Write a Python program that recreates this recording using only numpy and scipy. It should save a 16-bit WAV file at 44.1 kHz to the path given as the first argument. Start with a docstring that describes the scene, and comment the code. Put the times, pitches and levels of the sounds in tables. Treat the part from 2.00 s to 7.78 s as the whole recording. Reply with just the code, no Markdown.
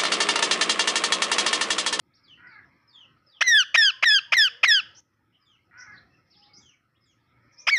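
"""A low town rumble and the hum of a distant bird roost fill a walled garden from the start.
Far off, small birds twitter, whistle and chirp in gliding tones, and a crow gives two rattling caws.
A parakeet close by makes six shrill calls: each opens with a fast upward sweep and falls slowly.
Its voice is a stack of overtones, shaped by a throat that rings differently as the beak opens.
Walls and leaves scatter short echoes of the birds."""
import sys
import numpy as np
from scipy import signal
from scipy.fft import rfft, irfft, next_fast_len
from scipy.io import wavfile

SR = 44100
rng = np.random.default_rng(int(sys.argv[2]) if len(sys.argv) > 2 else 0)


def wrap_up_sound(samples):
    """Save the sound to the file named by the first command line argument, as 16-bit audio."""
    columns = np.atleast_2d(samples).T
    # keep every value between -1 and 1, then stretch to whole-number steps
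    tamed = np.clip(columns, -1, 1)
    steps = np.round(tamed * 32767).astype(np.int16)
    wavfile.write(sys.argv[1], SR, steps)


N = 254898

CUTOFF_HZ = 15570   # the top of the sound's range
FLUTTER_DB = 3.5   # far notes break up on their way through the leaves
BREAK_HZ = 1703   # the parakeet's falling pitch pauses here and its voice breaks


def from_db(db):
    """Turn decibels into a factor to multiply a sound by."""
    return 10 ** (np.asarray(db) / 20)


def rms_one(x):
    """Scale a signal to an average strength (rms) of 1."""
    return x / np.sqrt(np.mean(x ** 2) + 1e-20)


def span(rows):
    """The samples that rows of (time, values...) cover, and each value filled in between the rows."""
    times, *columns = np.transpose(rows)
    at = np.arange(int(times[0] * SR), min(N, int(times[-1] * SR)))
    return at, [np.interp(at / SR, times, column) for column in columns]


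def at_hz(points, hz):
    """Read the level at any frequency from rows of (frequency [Hz], level [dB])."""
    frequencies, levels = np.transpose(points)
    return np.interp(np.log(hz + 1), np.log(frequencies), levels)


def drift(rate_hz):
    """A smooth random wander of typical size 1; a higher rate wanders faster."""
    r = np.exp(-2 * np.pi * rate_hz / SR)
    return rms_one(signal.lfilter([1], [1, -2 * r, r * r], rng.standard_normal(N + SR))[SR:])


def phase_of(hz):
    """Add up a changing pitch into the angle of its wave."""
    return np.cumsum(2 * np.pi * hz / SR)


def filtered(x, kind, hz, order=2):
    """Keep the "low" part, the "high" part or one "band" of a sound."""
    return signal.sosfilt(signal.butter(order, hz, kind, fs=SR, output="sos"), x)


def resonances(modes, hz):
    """How a throat boosts and delays each frequency: peaks where it rings, valleys between."""
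    return sum(from_db(db) / (1 + 2j * (hz - centre) / width) for centre, width, db in modes)


def shaped_noise(spectrum):
    """Noise with a chosen level at each frequency."""
    size = next_fast_len(N + SR)
    gain = from_db(at_hz(spectrum, np.arange(size // 2 + 1) * SR / size))
    return irfft(rfft(rng.standard_normal(N), size) * gain, size)[:N]


def tone(start, end, hz, db, waver):
    """One soft wavering tone that swells and fades."""
    out = np.zeros(N)
    at, (progress,) = span([(start, 0), (end, 1)])
    out[at] = from_db(db) * np.sin(np.pi * progress) ** .5 * np.sin(phase_of(hz * (1 + .014 * waver[at])))
    return out


def background():
    """The town's rumble and low hum swell and sink together, under the sound of the roost."""
    # how loud the background is: (time [s], rumble level [dB], roost level [dB])
    levels = [(0, -73.5, -75), (.4, -65, -69.5), (1.2, -72.5, -71), (2.98, -68, -63), (3.03, -74, -77.5),
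              (3.6, -71, -76), (3.95, -64.5, -65.5), (4.25, -74.5, -71.5), (4.6, -65.5, -68.5),
              (4.8, -72.5, -77.5), (5.78, -71.5, -65.5)]
    # the deep colour of the rumble: (frequency [Hz], level [dB])
    rumble_spectrum = [(30, -31), (60, -5), (110, 4), (200, -4), (340, -4), (600, -30.5), (2500, -75.5)]
    # wavering hum tones: (pitch [Hz], level [dB])
    hum_tones = [(114, -77.5), (285, -82.5)]
    at, (rumble_db, roost_db) = span(levels)
    swell = from_db(2.8 * drift(5))
    rumble = rms_one(shaped_noise(rumble_spectrum))
    hum = sum(from_db(db + drift(8)) * np.sin(phase_of(hz * (1 + .066 * drift(14))))
              for hz, db in hum_tones)
    roost = roost_chatter() + from_db(-4) * roost_chorus(count=140)
    out = hum * swell
    out[at] += from_db(rumble_db) * (swell * rumble)[at] + from_db(roost_db) * roost[at]
    return out


def roost_chatter():
    """Many distant birds blur into noise; each band of it swells and sinks alone."""
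    # the colour of the chatter: (frequency [Hz], level [dB])
    spectrum = [(600, -6), (1130, -6.5), (1270, 6), (1420, -7.5), (2200, -3.5), (2800, -14.5),
                (4200, -18.5), (5300, -14.5), (6500, -34.5), (7200, -70)]
    noise = shaped_noise(spectrum)
    edges_hz = 500 * 2 ** np.arange(0, 4, 1 / 3)   # three bands to an octave
    out = filtered(noise, "high", edges_hz[-1])
    for low, high in zip(edges_hz, edges_hz[1:]):
        out += from_db(3 * drift(7.1)) * filtered(noise, "band", [low, high])
    return rms_one(out)


def roost_chorus(count):
    """Distant birds sing short overlapping tones at random times and pitches."""
    out, waver = np.zeros(N), 2 * drift(45)
    for when, length, pitch, loudness in rng.random((count, 4)):
        start = N / SR * when
        out += tone(start, start + .08 + .2 * length, hz=950 * 2.5 ** pitch, db=9 * loudness, waver=waver)
    return rms_one(out)


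def twitters():
    """Far birds sing quick arches: the pitch leaps up, rounds over and drops, loudest at the top."""
    # runs of arches: (start [s], end [s], top pitch at start [Hz], top pitch at end [Hz],
    # arch depth [Hz], arches [per s], level [dB])
    runs = [(0.134, 0.201, 5416, 5370, 1976, 22.1, -60), (0.467, 0.574, 5143, 4170, 904, 48, -62),
            (3.914, 3.995, 5267, 4021, 1052, 49, -57.5), (4.3, 4.502, 5500, 4985, 1903, 34.5, -60.5)]
    hoarse_hz = 143.8   # how far a fast shake moves the pitch
    out, shake, uneven = np.zeros(N), drift(378), drift(16.16)
    for start, end, from_hz, to_hz, depth_hz, rate, db in runs:
        at, (top_hz, progress) = span([(start, from_hz, 0), (end, to_hz, 1)])
        arch = np.abs(np.sin(phase_of(rate * (1 + .077 * uneven[at])) / 2))
        phase = phase_of(top_hz - depth_hz * (1 - arch) + hoarse_hz * shake[at])
        out[at] += from_db(db) * np.sin(np.pi * progress) ** .333 * arch ** .665 * np.sin(phase)
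    return out * from_db(FLUTTER_DB * drift(35))


def whistles_and_chirps():
    """Far birds glide from one pitch to another; a fast shake of the pitch makes them hoarse."""
    # two-note whistles, a short high lead-in and a falling glide: (glide start [s], length [s],
    # top pitch [Hz], level [dB], octave above against the glide [dB], lead-in level [dB], its end [Hz])
    whistles = [(0.279, 0.0736, 3506, -52.5, -27.5, -66, 3820),
                (0.927, 0.1297, 3768, -50, -26.5, -59, 4296), (1.316, 0.0805, 4035, -54, -53, -63, 4643),
                (3.455, 0.1152, 3716, -59.5, -17.5, -67.5, 4670), (4.607, 0.11, 3748, -55, -5, -54, 4700),
                (5.056, 0.0855, 3842, -67.5, -3, -70, 4978)]
    # single chirps: (start [s], end [s], start pitch [Hz], end pitch [Hz], level [dB], hoarseness [Hz])
    chirps = [(4.703, 4.757, 2741, 2254, -59.5, 261), (2.948, 3.007, 5426, 6314, -54, 603),
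              (3.324, 3.384, 2877, 3178, -64, 250), (3.775, 3.837, 5455, 5824, -48.5, 455),
              (4.101, 4.196, 2670, 2511, -69.5, 59.74), (4.303, 4.361, 5566, 3028, -58, 101),
              (4.357, 4.444, 5170, 4983, -65.5, 440), (4.417, 4.473, 2600, 4310, -60.5, 300),
              (4.532, 4.603, 4530, 6470, -49, 390), (4.944, 4.974, 2230, 3639, -69.5, 150),
              (5.515, 5.588, 5735, 5140, -65, 588), (5.57, 5.63, 4846, 6536, -49.5, 251)]
    lead_s, lead_from_hz, lead_hoarse_hz = .052, 5250, 120
    glide_end_hz, glide_hoarse_hz, waver_hz = 2600, 85, 46
    glide_kink = .55   # the glide drops, lingers midway and drops again; the lead-in does the opposite
    out, shake, waver = np.zeros(N), 1.2 * np.tanh(drift(440) / 1.7), drift(43)
    notes = [(*chirp, 0, 0) for chirp in chirps]   # chirps have no octave and no kink
    for start, length, top_hz, db, octave_db, lead_db, lead_hz in whistles:
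        lead = (start - lead_s, start, lead_from_hz, lead_hz, lead_db, lead_hoarse_hz, 0, -glide_kink)
        glide = (start, start + length, top_hz, glide_end_hz, db, glide_hoarse_hz)
        notes += [lead, (*glide, from_db(octave_db), glide_kink)]
    for start, end, from_hz, to_hz, db, hoarse_hz, octave, kink in notes:
        at, (progress,) = span([(start, 0), (end, 1)])
        hz = from_hz + (to_hz - from_hz) * (progress + kink * np.sin(2 * np.pi * progress) / (2 * np.pi))
        phase = phase_of(hz + hoarse_hz * shake[at] + waver_hz * waver[at])
        voice = np.sin(phase) + octave * np.sin(2 * phase)
        out[at] += from_db(db) * np.sin(np.pi * progress) ** .5 * voice
    return out * from_db(FLUTTER_DB * drift(29))


def crow():
    """A shaky voice, uneven from one vibration to the next, rings in the crow's throat."""
    # the caws: (start [s], length [s], top pitch [Hz], level [dB])
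    caws = [(0.375, 0.275, 505.9, -49), (3.711, 0.3, 501.8, -48.5)]
    # the course of a caw: (time [share of length], pitch [share of top], level [dB], upper ring [Hz])
    shape = [(0, .96, -16.5, 1897), (.08, 0.932, -3, 2086), (0.381, 1, 1, 2003), (.55, 0.869, -2.5, 2173),
             (0.749, .82, -2, 1988), (0.998, 0.546, -18.5, 1683)]
    # where the throat always rings, before sharpening: (frequency [Hz], width [Hz], level [dB])
    lower_rings = [(895, 187, 14), (1579.5, 690, 28)]
    upper_width_hz, upper_db, rattle_hz = 156, 22.5, 98.7
    out, jitter, rasp = np.zeros(N), drift(81.6), drift(160)
    for start, length, top_hz, top_db in caws:
        course = [(start + length * x, top_hz * pitch, top_db + db, up, x) for x, pitch, db, up in shape]
        at, (hz, db, upper_hz, progress) = span(course)
        throat = lower_rings + [(upper_hz, upper_width_hz, upper_db)]
        rattle_depth = .536 * np.clip(2 - 4 * progress, 0, 1)   # only the first half rattles
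        rattle = 1 + rattle_depth * np.sin(2 * np.pi * rattle_hz * at / SR + jitter[at])
        phase = phase_of(hz * (1 + .022 * jitter[at]))
        # cubing sharpens the throat's peaks; weaker tones lie halfway between the overtones
        voice = sum((resonances(throat, k * hz) ** 3 * np.exp(1j * k * phase)).real
                    * (.25 if k % 1 else 1) for k in np.arange(1.5, 6.5, .5))
        out[at] += from_db(db + .54 * rasp[at]) * rattle * rms_one(voice)
    return out


def call_shape(start, sweep_db, top_s, top_hz, catch_s, catch_db, full_s, full_hz, midway_hz,
               break_s, pause_s, held_db, late_db, late_hz, end_s):
    """One parakeet call: it growls low, sweeps up, catches, jumps to full voice, falls and breaks."""
    # the call hooks down and collapses: (time before the end [s], pitch [share of late pitch],
    # level against late level [dB])
    ending = [(.03, 0.9745, 2), (0.017, .94, -2.5), (0.0054, .81, -6), (0, 0.7, -29.5)]
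    growl_hz, lift_s, lift_hz = 548.4, .0092, 661.4
    midway_s, jump_s = (full_s + break_s) / 2, max(catch_s, full_s - .018)
    recover_db_per_s = 144   # the voice creeps back after the catch
    pitch = [(0, growl_hz), (lift_s, lift_hz), ((lift_s + top_s) / 2, lift_hz + .55 * (top_hz - lift_hz)),
             (top_s, top_hz), (full_s, full_hz), (midway_s, midway_hz),
             (break_s - pause_s, BREAK_HZ), (break_s + pause_s, BREAK_HZ)]
    pitch += [(end_s - early, late_hz * share) for early, share, _ in ending]
    effort = [(0, sweep_db - 7.5), (.0035, sweep_db - 6), (lift_s, sweep_db - 2.5),
              (catch_s - .005, sweep_db), (catch_s, catch_db),
              (jump_s, catch_db + recover_db_per_s * (jump_s - catch_s)),
              (full_s, held_db + 4), (midway_s, held_db)]
    effort += [(end_s - early, late_db + db) for early, _, db in ending]
    at, (t,) = span([(start, 0), (start + end_s, end_s)])
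    # at the break every second vibration weakens, adding tones halfway between the overtones
    halfway_gain = from_db(-13) * np.exp(-((t - break_s) / pause_s) ** 4)
    return at, np.interp(t, *np.transpose(pitch)), np.interp(t, *np.transpose(effort)), halfway_gain


def parakeet():
    """The voice box's overtones pass through a throat that changes as the beak opens, then echo."""
    # the calls, later times counted from each start: (start [s], sweep level [dB], top [s],
    # top pitch [Hz], catch [s], catch level [dB], full voice [s], its pitch [Hz],
    # pitch midway to the break [Hz], break [s], half the pause there [s], held level [dB],
    # late level [dB], late pitch [Hz], end [s], shrillness [dB per overtone], echo delay [ms])
    calls = [(1.407, -20, 0.0229, 2114, 0.0262, -32.5, 0.0725, 1990, 1810, 0.1573, 0.00594, -21, -23, 1519, 0.2321, 1.5, 0.6916),
             (1.742, -19.5, 0.02368, 1982, 0.026, -26.5, 0.0375, 1841, 1793, 0.087, 0.00622, -18, -21.5, 1582, 0.1707, -0.11, 0.4508),
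             (2.024, -20, 0.02404, 2037, 0.028, -27, .037, 1932, 1783, .093, 0.011, -19, -20, 1626, 0.17307, 0.35, 0.4507),
             (2.32, -20, 0.02725, 2145, 0.044, -35, .049, 1985, 1790, .099, 0.0019, -17.5, -23.5, 1553, 0.1701, 1.4242, 0.433),
             (2.630, -19.5, .027, 2208, .039, -26.5, 0.057, 1906, 1825, .093, 0.0049, -17.5, -23.5, 1555, 0.18, -0.23, 0.4396),
             (5.668, -22.5, 0.0425, 2286, 0.0366, -27.5, 0.0651, 2287, 1996, 0.1279, 0.00654, -20, -50.5, 1560, 0.2, 0.5, 0.4186)]
    # where the throat rings with the beak open: (frequency [Hz], width [Hz], level [dB])
    open_rings = [(1817.6, 180, -4), (3509.8, 1000, 2), (5148, 650, 2.5), (8240, 1200, -5),
                  (11730, 3500, -7.5)]
    # its lower rings with the beak nearly shut: (frequency [Hz], width [Hz], level [dB])
    shut_rings = [(1500, 1800, 0), (2449, 480, 5.5), (3120, 220, -1), (5370, 470, 1.5)]
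    # how strongly the microphone picks up the call: (frequency [Hz], level [dB])
    microphone = [(330, -46.5), (500, -10.5), (1000, -3.5), (2000, 4.5), (5500, -7), (6400, -4.5),
                  (7100, -21.5), (12400, -36.5), (13400, -49.5), (15500, -49.5)]
    shut_hz, open_hz = 1400, 1980   # the beak opens while the sweep passes between these pitches
    attack_s, pure_above_hz, dull_below_hz = .0035, 1950, 1550
    echo_db, echo_above_hz = -.5, 5000   # a small surface close by reflects mainly the highs
    out, jitter, shimmer = np.zeros(N), drift(150), drift(52)
    wobble, rasp = drift(33), drift(400)
    for *call, shrill_db, echo_ms in calls:
        at, hz, effort_db, halfway_gain = call_shape(*call)
        hz = hz * (1 + .0054 * wobble[at])
        opened = np.clip((np.maximum.accumulate(hz) - shut_hz) / (open_hz - shut_hz), 0, 1)
        tilt_db = opened * (shrill_db - .012 * np.maximum(dull_below_hz - hz, 0))
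        purity_db = -6.5 * np.clip((hz / pure_above_hz - 1) * 10, 0, 1)   # overtones sink on high notes
        soft_db = .5 * opened * (effort_db - effort_db.max())   # a soft voice is duller
        thin_db = -.0072 * opened * np.clip(BREAK_HZ - hz, 0, 150)   # the main tone thins below the break
        unsteady = .003 + .018 * (1 - opened)   # the sweep is rougher than the held note
        phase = phase_of(hz * (1 + unsteady * jitter[at]))
        fade_in = np.minimum((at - at[0]) / SR / attack_s, 1)
        for k in [*np.arange(.5, 5, .5), *np.arange(5., 26)]:   # multiples of the pitch
            tone_hz = k * hz
            shifted = (at + int(k * SR / 9)) % N   # so that each tone flutters in its own way
            source = fade_in * (hz / open_rings[0][0]) ** .56 * k ** -.15
            if k % 1:
                source *= halfway_gain * from_db(-11 * abs(k - 1.5))
            if k > 3:
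                source *= 1 + from_db(-11) * rasp[shifted]   # swirling air roughens the high overtones
            flutter_db = .7 * min(k - .5, 7) * shimmer[shifted]
            colour_db = np.clip((k - 1) * 1.2, 0, 1) * purity_db + max(k - 3, 0) * tilt_db
            colour_db += (k > 2) * soft_db + (k == 1) * thin_db
            throat = opened * resonances(open_rings, tone_hz)
            throat += (1 - opened) * resonances(shut_rings + open_rings[3:], tone_hz)
            delay = np.exp(-2j * np.pi * tone_hz * echo_ms / 1000)
            echo = from_db(echo_db) * delay / (1 - 1j * echo_above_hz / tone_hz)
            wave = np.sqrt(2) * (throat * (1 + echo) * np.exp(1j * k * phase)).real
            pickup = (tone_hz < CUTOFF_HZ) * from_db(at_hz(microphone, tone_hz))
            out[at] += from_db(effort_db + flutter_db + colour_db) * source * pickup * wave
    return out


def held_tones():
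    """A few far voices stand out from the roost, each holding one pitch."""
    # faint held notes: (start [s], end [s], pitch [Hz], level [dB])
    notes = [(1.762, 2.045, 1059, -58), (2.277, 2.413, 956, -50.5), (2.44, 2.662, 483.7, -61),
             (4.35, 4.573, 823, -64.5), (4.479, 4.625, 2193, -64), (5.557, 5.69, 2420, -63)]
    waver = drift(25)
    return sum(tone(*note, waver) for note in notes)


def echoes(x, decay_s, first_s):
    """Walls and leaves scatter a sound into echoes that fall by 60 dB in decay_s."""
    t = np.arange(SR) / SR
    scatter = rng.standard_normal(SR) * from_db(-60 * t / decay_s) * (t > first_s)
    return signal.fftconvolve(x, scatter / np.sqrt(np.sum(scatter ** 2)))[:N]


def scene():
    """The near bird has a short bright echo and a faint, dull tail; far birds are half lost in echoes."""
    near = parakeet()
    far = whistles_and_chirps() + twitters() + crow() + held_tones()
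    walls = filtered(echoes(near, decay_s=.41, first_s=.014), "low", hz=4500, order=1)
    leaves = filtered(echoes(near, decay_s=.08, first_s=.0043), "high", hz=4000)
    far_echoes = echoes(far, decay_s=.27, first_s=.0017)
    all_echoes = from_db(-20.5) * walls + from_db(-14.5) * leaves + from_db(-2.5) * far_echoes
    dip_start_s, dip_length_s, dip_db = 3.005, .13, -14   # the echoes dip briefly
    since = np.arange(N) / SR - dip_start_s
    all_echoes *= from_db(dip_db * (since > 0) * (since < dip_length_s))
    return (near + far + all_echoes + background())[None]


def record(dry):
    """The microphone adds a steady faint hiss, and the highest treble is cut off."""
    hiss = from_db(-90) * filtered(rng.standard_normal(N), "high", hz=6000)
    return signal.sosfilt(signal.cheby2(24, 60, CUTOFF_HZ, fs=SR, output="sos"), dry + hiss)


dry = scene()
out = record(dry)
wrap_up_sound(out)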